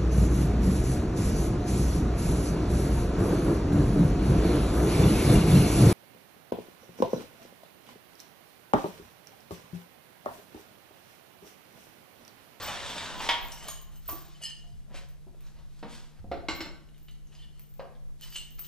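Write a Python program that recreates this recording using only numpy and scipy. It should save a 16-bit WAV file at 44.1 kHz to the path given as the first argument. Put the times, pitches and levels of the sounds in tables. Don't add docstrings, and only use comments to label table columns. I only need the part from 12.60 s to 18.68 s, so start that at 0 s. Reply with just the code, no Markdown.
import sys
import numpy as np
from scipy import signal
from scipy.fft import rfft, irfft, next_fast_len
from scipy.io import wavfile
from scipy.ndimage import uniform_filter1d

SR = 44100
rng = np.random.default_rng(int(sys.argv[2]) if len(sys.argv) > 2 else 0)


def transcribe(u):
    v = np.clip(np.atleast_2d(u).T, -1, 1)
    q = np.round(v * 32767).astype(np.int16)
    wavfile.write(sys.argv[1], SR, q)


N = 268039

# time_s, level_db
RUMBLE_LEVEL = [(0.0, -51), (0.42, -54), (0.52, -42.5), (1.06, -43), (1.54, -44.5), (2.0, -49), (2.12, -39),
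                (2.67, -45.5), (3.01, -41.5), (3.54, -51), (3.66, -41.5), (4.06, -45.5), (4.91, -46.5),
                (5.35, -47.5), (5.5, -45), (6.08, -46.5)]
# freq_hz, density_db
RUMBLE_SPECTRUM = [(11, -41), (18, 20.5), (76, -3), (113, -28.5), (132, -4), (155, -8), (173, -15),
                   (203, -12), (300, -63), (390, -66), (660, -120)]
# freq_hz, density_db
HISS_SPECTRUM = [(88, -10), (150, -5.5), (168, -12.5), (283, -14), (468, -17.5), (578, -23), (701, -19.5),
                 (883, -25), (1950, -28), (13400, -34), (15000, -44)]
# pitch_hz, level_db, drift_rms_hz
HUM_TONES = [(147.7, -54, 1.55), (204, -64, 18)]
# start_s, hold_s, level_db
FLOOR_THUDS = [(0, .004, -48), (0.045, 0.33, -57), (0.408, .03, -52), (0.64, .11, -59.5), (1.498, .01, -49),
               (2.115, 0.091, -57.5), (3.046, 0.11, -63), (3.605, 0.19, -49.5), (3.912, 0.021, -48),
               (4.027, 0.023, -51.5)]
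# pitch_hz, level_db, t60_s
PLANK_MODES = [(208, -10, 0.056), (326.3, -2, 0.056), (441, -22, 0.19), (544, 13, 0.032), (698, 1.5, 0.17),
               (745, -8, 0.3), (860, -11, 0.083), (1058, -1, 0.06), (1150, -2, 0.18), (1330, -10, 0.026)]
# start_s, level_db, favoured_pitch_hz, ring_db, brightness_db_per_octave, top_hz
DULL_KNOCKS = [(1.488, -34, 990, 5.5, -5, 9350), (1.504, -43.5, 990, 5, -4.5, 12000),
               (1.512, -37.5, 1090, -2, 14, 12200), (1.529, -46, 320, 12, -4, 2930),
               (2.04, -60, 750, 4.5, -2, 1500), (2.343, -40, 540, -6, -5, 8000),
               (2.667, -46, 440, -12, -9.5, 1490), (2.744, -56, 500, -17, -19, 2500),
               (2.865, -50, 497, -17, 4, 6960), (3.011, -78.5, 500, -11, 11, 9900),
               (3.228, -31.5, 265, 2, -5, 5000), (3.643, -37.5, 724, -7.5, -23.5, 1410),
               (3.715, -28, 687, 5, -7, 5240), (3.74, -36, 330, 10, -16, 1500),
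               (3.886, -25.5, 318, 9.5, -3, 6440), (4.006, -33, 358, 11, -3.5, 6350),
               (4.06, -35.5, 328, -9, -7, 4000), (5.195, -37.5, 510, -0.5, -5.5, 5800),
               (5.203, -39.5, 920, 1.5, 0, 1900), (5.226, -50, 514, -7, -1, 1900),
               (5.495, -61.5, 540, 1, 9, 1200)]
# start_s, level_db, first_hz, second_hz, second_re_first_db
FITTING_CLANKS = [(.04, -35, 3600, 7900, -1), (.075, -38, 3590, 8260, 1), (.262, -32, 3750, 8260, -5),
                  (.3, -30.5, 3450, 8230, -12), (.38, -28.5, 3700, 8160, -7), (.46, -31.5, 4010, 8500, -25),
                  (.919, -32.5, 5660, 9330, -7.5), (4.287, -57, 2930, 3890, -7),
                  (4.345, -57.5, 3030, 3720, -3), (4.483, -44, 3006, 3880, -3),
                  (4.67, -58.5, 6370, 5800, -5), (4.75, -50, 4920, 6480, -14),
                  (4.82, -53.5, 3140, 3470, 6.5), (5.35, -59, 3290, 3530, -2),
                  (5.724, -42.5, 2920, 4680, -2), (5.751, -55, 2900, 4530, -1), (5.763, -38, 2756, 8070, 9),
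                  (5.774, -39, 3680, 8040, -8), (6.044, -44, 3010, 3900, -8)]
# start_s, level_db, crack_db, brightness_db_per_octave
FRAME_HITS = [(0.603, -37, 9.5, -4), (0.689, -17.5, 3.5, 1)]
SHACKLE_HITS = [(1.0839, -28, 0.0086, 0), (1.0989, -34, 0.0048, 0)]
HAMMER_HITS = [(3.716, -40.5, 3.3, -6.5), (3.8848, -25.5, 2, -1.9), (4.0049, -33, 2.7, 1)]
# pitch_hz, level_db, t60_s
FRAME_MODES = [(656, 0.5, 0.073), (919.3, 3.5, 0.2), (1120, -11, .1), (1344, -19, 0.087), (1720, -29, 0.11),
               (2920, -5.5, 0.058), (3134, -3.5, 0.26), (3309, 4, 0.12), (3334, -10.5, 0.1),
               (4910, -1, .05)]
SHACKLE_MODES = [(1063, -0.5, 0.044), (3160, -8, 0.16), (6700, 0, 0.19), (8850, 4, 0.052),
                 (12900, 4, 0.056)]
HAMMER_MODES = [(1140, -4.5, 0.14), (1382, -4.5, 0.15), (1523, -7, 0.28), (2140, 6.5, 0.037),
                (2930, -5.5, 0.13), (4550, -5, 0.093), (4130, 0.5, 0.19), (5360, -5, 0.19),
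                (7430, -8.5, 0.32)]
# pitch_hz, level_db, t60_s
HOOK_MODES = [(1816, -15, 0.13), (2780, -22, 0.27), (2880, 1, 0.097), (3052, 3.5, 0.076),
              (3100, -30, 0.081), (4235, -6, 0.12), (4750, -7.5, 0.093), (5200, -7.5, 0.1),
              (6330, -4, 0.087), (6500, -15, 0.48), (7540, -10.5, 0.16), (7860, -10.5, 0.14),
              (8120, -8.5, 0.1), (8980, -8, 0.088), (10080, -8, 0.05), (11150, -19, 0.12), (12360, -12, .1)]
# start_s, hold_s, level_db, brightness_db_per_octave
HOOK_JANGLES = [(0.911, 0.13, -49, 1.5), (1.033, 0.1, -56.5, 1), (1.134, .06, -59, -11),
                (1.32, 0.05, -63, 5), (1.46, 0.043, -62, 4), (1.75, 0.025, -60, -12),
                (1.825, 0.026, -38, 1.5), (1.862, 0.039, -39, -6.5), (1.927, 0.075, -62, -12),
                (2.056, 0.12, -75.5, 8), (4.288, .004, -74, -9), (4.347, .13, -75, -12),
                (4.49, 0.027, -65.5, 1), (4.7, 0.039, -69, -4), (4.757, 0.066, -58.5, -6),
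                (4.83, 0.021, -57, -9.5), (4.924, 0.12, -70.5, -2), (5.616, .03, -51, -3),
                (5.716, .002, -53, 3), (5.752, 0.0022, -35.5, -2.5), (5.8, 0.16, -65, -4),
                (6.001, 0.048, -60, 1)]
# pitch_hz, level_db, t60_s
LINK_MODES = [(14440, -3, 0.077), (14490, -9.5, 0.13), (14535, 3.5, 0.089), (14590, -18, 0.12),
              (14630, -33, .15)]
# start_s, hold_s, level_db
LINK_TINKLES = [(.01, 0.056, -53), (0.292, .01, -58), (0.553, 0.16, -55), (0.812, 0.013, -45.5),
                (0.908, 0.17, -58), (1.076, 0.018, -43.5), (1.22, .005, -64), (1.332, 0.018, -57),
                (1.487, 0.017, -31), (1.6, .06, -66), (1.848, .005, -77), (2.497, .01, -74),
                (2.81, .06, -76), (3.947, 0.036, -56), (4.426, 0.023, -60), (4.994, .1, -73.5),
                (5.144, .005, -70), (5.624, 0.17, -51.5), (5.91, .03, -68), (5.977, 0.011, -61),
                (6.06, .02, -78)]
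# start_s, level_db, click_re_level_db
LINK_CLINKS = [(0.8847, -49, 11), (1.2145, -42, -4), (1.4285, -54, 4), (1.4981, -35.5, 5),
               (2.488, -47.5, -4), (2.807, -52, 3), (4.3802, -55, 3), (4.9951, -43, -1), (5.0907, -48, -21),
               (5.1395, -47.5, -7), (5.611, -41, 2), (5.907, -38.5, -10), (5.993, -27, -14.5)]
# time_s, level_db, brightness_db_per_octave
CHAIN_DRAG = [(0.0, -40, 0.5), (0.096, -37, 0), (0.184, -40.5, 0), (0.4, -39, 0.5), (0.58, -43, -0.5),
              (.62, -38.5, 1), (0.68, -36, 0)]
# peak_s, level_db, rise_s_per_20db, fall_s_per_20db, brightness_db_per_octave
SHORT_SCUFFS = [(.84, -46, 0.0056, 0.13, -1.2), (1.103, -43, 0.17, 0.0071, -1),
                (1.332, -63.5, 0.67, 0.13, -1.5), (1.492, -54.5, 0.09, 0.69, 3),
                (1.813, -56, 0.01, 0.015, -6.5), (2.32, -57.5, 0.05, 0.064, -7.5),
                (2.361, -45.5, 0.043, 0.081, 2), (2.746, -61, 0.0093, .01, -10.5),
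                (2.862, -65.5, 0.25, 0.077, 1.5), (3.004, -60.5, 0.13, 0.055, -2),
                (3.25, -48.5, .005, 0.062, -10), (3.345, -49.5, 0.21, 0.15, 3), (3.6, -61, 0.12, .005, -3),
                (4.73, -61, 0.034, 0.19, 1.8), (5.0, -69.5, 0.086, .005, 1.5),
                (5.636, -48.5, 0.038, 0.16, 5), (5.76, -45.5, 0.045, 0.087, 8.5),
                (5.99, -46, 0.0088, 0.045, 4), (6.042, -54, .013, .15, 10)]
# freq_hz, density_db
SLIDE_SPECTRUM = [(88, -41), (150, -3.5), (314, -14.5), (352, -8), (426, -12), (460, -7), (928, -6),
                  (1800, -8.5), (2220, -10.5), (3570, -10.5), (8230, -19.5), (13200, -39), (14000, -27.5)]
# freq_hz, t60_s
SHOP_DECAY = [(200, 0.66), (1000, 0.56), (4000, 0.49), (14000, 0.3)]
# freq_hz, likeness (-1 to 1)
NEAR_LIKENESS = [(60, 0.059), (130, -0.025), (290, 0.42), (3000, 0.48), (7000, 0.41), (15000, -0.024)]
FAR_LIKENESS = [(25, -0.92), (45, -0.9), (70, 0.029), (130, -0.74), (300, 0.5), (1500, 0.15), (7000, 0.61),
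                (15000, -0.063)]
# freq_hz, lead_rad
LEFT_LEAD = [(1000, 0.22), (4000, 0.64), (8000, 1.62), (10000, 1.57), (11500, 0.97), (14500, 4.3)]

HISS_DB, HUM_LEFT_DB = -64, 3.06
THUD_RISE_S, THUD_FALL_S = 0.023, 0.075
JANGLE_RISE_S, JANGLE_FALL_S = 0.014, 0.022
TINKLE_RISE_S, TINKLE_FALL_S = 0.029, .06
ROLLOFF_HZ, TOP_HZ = 14800, 16150


def amp(db):
    return 10 ** (np.asarray(db) / 20)


def unit(x):
    return x / np.sqrt(np.mean(x ** 2) + 1e-20)


def along(points, hz):
    f, v = np.transpose(points)
    return np.interp(np.log(hz + 1), np.log(f + 1), v)


def curves(rows):
    t = np.arange(N) / SR
    time_s, level_db, *cols = np.transpose(rows)
    gain = amp(np.interp(t, time_s, level_db, left=-200, right=-200))
    return [uniform_filter1d(gain, size=300)] + [np.interp(t, time_s, c) for c in cols]


def bursts(start_s, hold_s, level_db, rise_s, fall_s, *cols):
    since_s = np.arange(0, N / SR + .002, .001)[:, None] - start_s
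    early = np.maximum(-since_s, 0) / rise_s
    late = np.maximum(since_s - hold_s, 0) / fall_s
    gains = amp(level_db - 20 * (early + late)) + 1e-12
    power = gains ** 2
    rows = [gains.sum(axis=1)] + [power @ c / np.sum(power, axis=1) for c in cols]
    t_ms = np.arange(N) / SR * 1000
    return [uniform_filter1d(np.interp(t_ms, np.arange(len(r)), r), size=300) for r in rows]


def filtered(x, response):
    m = next_fast_len(N + SR // 2)
    return irfft(rfft(x, m) * response(np.fft.rfftfreq(m, 1 / SR)), m)[..., :N]


def spread(pair, likeness):
    turn = lambda hz: np.arccos(np.clip(along(likeness, hz), -1, 1)) / 2
    mid, side = filtered(pair, lambda hz: np.array([np.cos(turn(hz)), np.sin(turn(hz))]))
    return np.array([mid + side, mid - side])


def ring(x, hz, t60_s):
    r, w = amp(-60 / (t60_s * SR)), 2 * np.pi * hz / SR
    return signal.lfilter([np.sin(w)], [1, -2 * r * np.cos(w), r * r], x)


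def contacts(rate_per_s, scatter_db):
    hits = rng.random(N) < rate_per_s / SR
    return hits * amp(scatter_db * rng.standard_normal(N))


def rattled(gain, bright, modes, rate_per_s, scatter_db, detune):
    energy = sum(amp(2 * db) * t60_s for _, db, t60_s in modes)
    size = np.sqrt(3 * energy * SR / (4 * np.log(1000)))
    out = np.zeros(N)
    for piece in (-1, 0, 1):
        taps = gain * unit(contacts(rate_per_s, scatter_db))
        for hz, db, t60_s in modes:
            tilt_db = np.clip(bright, -6, 4) * np.log2(hz / 3000)
            strength = amp(db + tilt_db) * rng.standard_normal(N)
            out += ring(taps * strength, hz * (1 + detune * piece), t60_s)
    return out / size


def blow(modes, crack_db, crack_t60_s, colour, wander_rad):
    t = np.arange(SR // 2) / SR
    hz, level_db, t60_s = np.transpose(modes)[:, :, None]
    steps = rng.standard_normal((len(modes), len(t)))
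    wander = wander_rad * np.cumsum(steps, axis=1) * np.sqrt(hz / SR)
    size = amp(level_db + rng.normal(0, 2, hz.shape) - 60 * t / t60_s)
    tone = np.sum(size * np.sin(2 * np.pi * hz * t + wander), axis=0)
    spectrum = rfft(rng.standard_normal(len(t))) * colour(np.fft.rfftfreq(len(t), 1 / SR) + 1)
    crack = amp(crack_db - 60 * t / crack_t60_s) * unit(irfft(spectrum, len(t)))
    return (tone + crack) * (1 - np.exp(-t / 0.00041))


def struck(hits, modes, crack_hz, crack_t60_s, wander_rad):
    out = np.zeros(N + SR)
    for start_s, level_db, crack_db, bright in hits:
        tilt_db = lambda hz: bright * np.log2(hz / crack_hz)
        colour = lambda hz: amp(tilt_db(hz)) * hz / (crack_hz + hz ** 4 / crack_hz ** 3)
        tilted = [(hz, db + tilt_db(hz), t60_s) for hz, db, t60_s in modes]
        hit = blow(tilted, crack_db, crack_t60_s, colour, wander_rad)
        out[round(start_s * SR):][:SR // 2] += amp(level_db - 8.5) * hit
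    return out[:N]


def background():
    def noise(points):
        return unit(filtered(rng.standard_normal((2, N)), lambda hz: amp(along(points, hz))))

    rumble = curves(RUMBLE_LEVEL)[0] * noise(RUMBLE_SPECTRUM)
    hiss = amp(HISS_DB) * noise(HISS_SPECTRUM)
    left_right = np.array([[1.], [-1.]])
    hum = 0
    for hz, db, drift_rms_hz in HUM_TONES:
        drift_hz = unit(uniform_filter1d(rng.standard_normal(N), size=SR // 10)) * drift_rms_hz
        phase = 2 * np.pi * np.cumsum(hz + drift_hz) / SR + left_right
        hum = hum + amp(db + HUM_LEFT_DB * left_right) * np.sin(phase)
    return spread(rumble + hiss, FAR_LIKENESS) + hum


def thuds():
    band = lambda hz: 1 / (1 + ((hz - 80) / 34) ** 4)
    gain, = bursts(*np.transpose(FLOOR_THUDS), THUD_RISE_S, THUD_FALL_S)
    return gain * unit(filtered(rng.standard_normal(N), band))


def knocks():
    out = np.zeros(N + SR)
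    for start_s, level_db, pitch_hz, ring_db, bright, top_hz in DULL_KNOCKS:
        modes = [(hz, db + ring_db - 60 * np.log2(hz / pitch_hz) ** 2, t60_s)
                 for hz, db, t60_s in PLANK_MODES]

        def colour(hz):
            low_cut = 1 + (.6 * min(pitch_hz, 500) / hz) ** 4
            high_cut = 1 + (hz / top_hz) ** 8
            return amp(bright * np.log2(hz / 1000)) / low_cut / high_cut

        hit = blow(modes, 0, 0.099, colour, wander_rad=0.18)
        out[round(start_s * SR):][:SR // 2] += amp(level_db - 5.5) * hit
    return out[:N]


def clanks():
    out = 0
    for start_s, level_db, first_hz, second_hz, second_db in FITTING_CLANKS:
        modes = [(first_hz, 3, .09), (second_hz, 3 + second_db, .09)]
        out = out + struck([(start_s, level_db, 2, 0)], modes, first_hz, crack_t60_s=.03, wander_rad=.5)
    return out


def blows():
    frame = struck(FRAME_HITS, FRAME_MODES, crack_hz=2600, crack_t60_s=0.14, wander_rad=0.44)
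    shackle = struck(SHACKLE_HITS, SHACKLE_MODES, crack_hz=5250, crack_t60_s=0.034, wander_rad=0.33)
    hammer = struck(HAMMER_HITS, HAMMER_MODES, crack_hz=2900, crack_t60_s=0.11, wander_rad=0.36)
    return frame + shackle + hammer + clanks() + knocks()


def hooks():
    start_s, hold_s, level_db, bright = np.transpose(HOOK_JANGLES)
    gain, bright = bursts(start_s, hold_s, level_db, JANGLE_RISE_S, JANGLE_FALL_S, bright)
    return rattled(gain, bright, HOOK_MODES, rate_per_s=300, scatter_db=7, detune=0.00893)


def links():
    gain, = bursts(*np.transpose(LINK_TINKLES), TINKLE_RISE_S, TINKLE_FALL_S)
    out = rattled(gain, 0, LINK_MODES, rate_per_s=40, scatter_db=4, detune=.001)
    out = filtered(out, lambda hz: 1 / (1 + ((hz - 14530) / 220) ** 4))
    t = np.arange(200) / SR
    for start_s, level_db, click_db in LINK_CLINKS:
        click = amp(level_db + click_db - 60 * t / 0.0076) * rng.standard_normal(len(t))
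        out[round(start_s * SR):][:len(t)] += click
    hits = [(start_s, level_db, -9, 0) for start_s, level_db, _ in LINK_CLINKS]
    return out + struck(hits, LINK_MODES, crack_hz=14000, crack_t60_s=.003, wander_rad=0.022)


def drag():
    gain, _ = curves(CHAIN_DRAG)
    return amp(-7.0) * rattled(gain, 0.029, FRAME_MODES, rate_per_s=100, scatter_db=5.0, detune=0.0932)


def slides():
    dragged, drag_bright = curves(CHAIN_DRAG)
    peak_s, level_db, rise_s, fall_s, hardness = np.transpose(SHORT_SCUFFS)
    scuffed, scuff_bright = bursts(peak_s, 0, level_db, rise_s, fall_s, hardness)
    gain = dragged + scuffed
    bright = np.where(dragged > scuffed, drag_bright, scuff_bright)

    grit = unit(contacts(2500, scatter_db=4) * np.sign(rng.standard_normal(N)))
    grit = grit + .9 * rng.standard_normal(N)
    hz, t, z = signal.stft(grit, SR, nperseg=512)
    tilt_db = np.log2((hz[:, None] + 100) / 2000) * np.interp(t, np.arange(N) / SR, bright)
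    patches = uniform_filter1d(rng.standard_normal(z.shape), size=4, axis=0)
    patches = unit(uniform_filter1d(patches, size=8, axis=1))
    z = z * amp(along(SLIDE_SPECTRUM, hz)[:, None] + tilt_db + 2 * patches)
    z = z / np.sqrt(uniform_filter1d(np.mean(abs(z) ** 2, axis=0), size=15))
    return gain * unit(signal.istft(z, SR, nperseg=512)[1][:N])


def shop(x, wet_db):
    hop = SR // 4
    wet = np.zeros((2, N + 2 * SR))
    padded = np.pad(x, (hop, 2 * hop))
    window = np.sin(np.arange(2 * hop) * np.pi / (2 * hop))
    for start in range(0, N + hop, hop):
        hz, t, z = signal.stft(rng.standard_normal((2, SR // 2)), SR, nperseg=256)
        decay = amp(-60 * t / along(SHOP_DECAY, hz)[:, None])
        tail = signal.istft(z * decay, SR, nperseg=256)[1]
        tail = tail / np.linalg.norm(tail, axis=1, keepdims=True)
        piece = padded[start:start + 2 * hop] * window
        echo = signal.fftconvolve(piece[None], tail, axes=1)
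        wet[:, start:start + echo.shape[1]] += echo
    mid, side = wet[:, hop - 150:][:, :N]
    return spread(np.array([x + amp(wet_db) * mid, amp(wet_db - 2) * side]), NEAR_LIKENESS)


def scene():
    bed = background() + thuds()
    struck_steel_and_plank = shop(blows(), wet_db=-2.5)
    fittings = shop(hooks(), wet_db=-5.5) + shop(links(), wet_db=-0.5)
    return bed + struck_steel_and_plank + fittings + shop(slides() + drag(), wet_db=-5.0)


def record(dry):
    lead = lambda hz: np.exp(.5j * along(LEFT_LEAD, hz) * np.array([[1], [-1]]))
    rolloff = lambda hz: .02 + 1 / (1 + (hz / ROLLOFF_HZ) ** 150)
    return filtered(dry, lambda hz: lead(hz) * rolloff(hz) * (hz < TOP_HZ))


dry = scene()
out = record(dry)
transcribe(out)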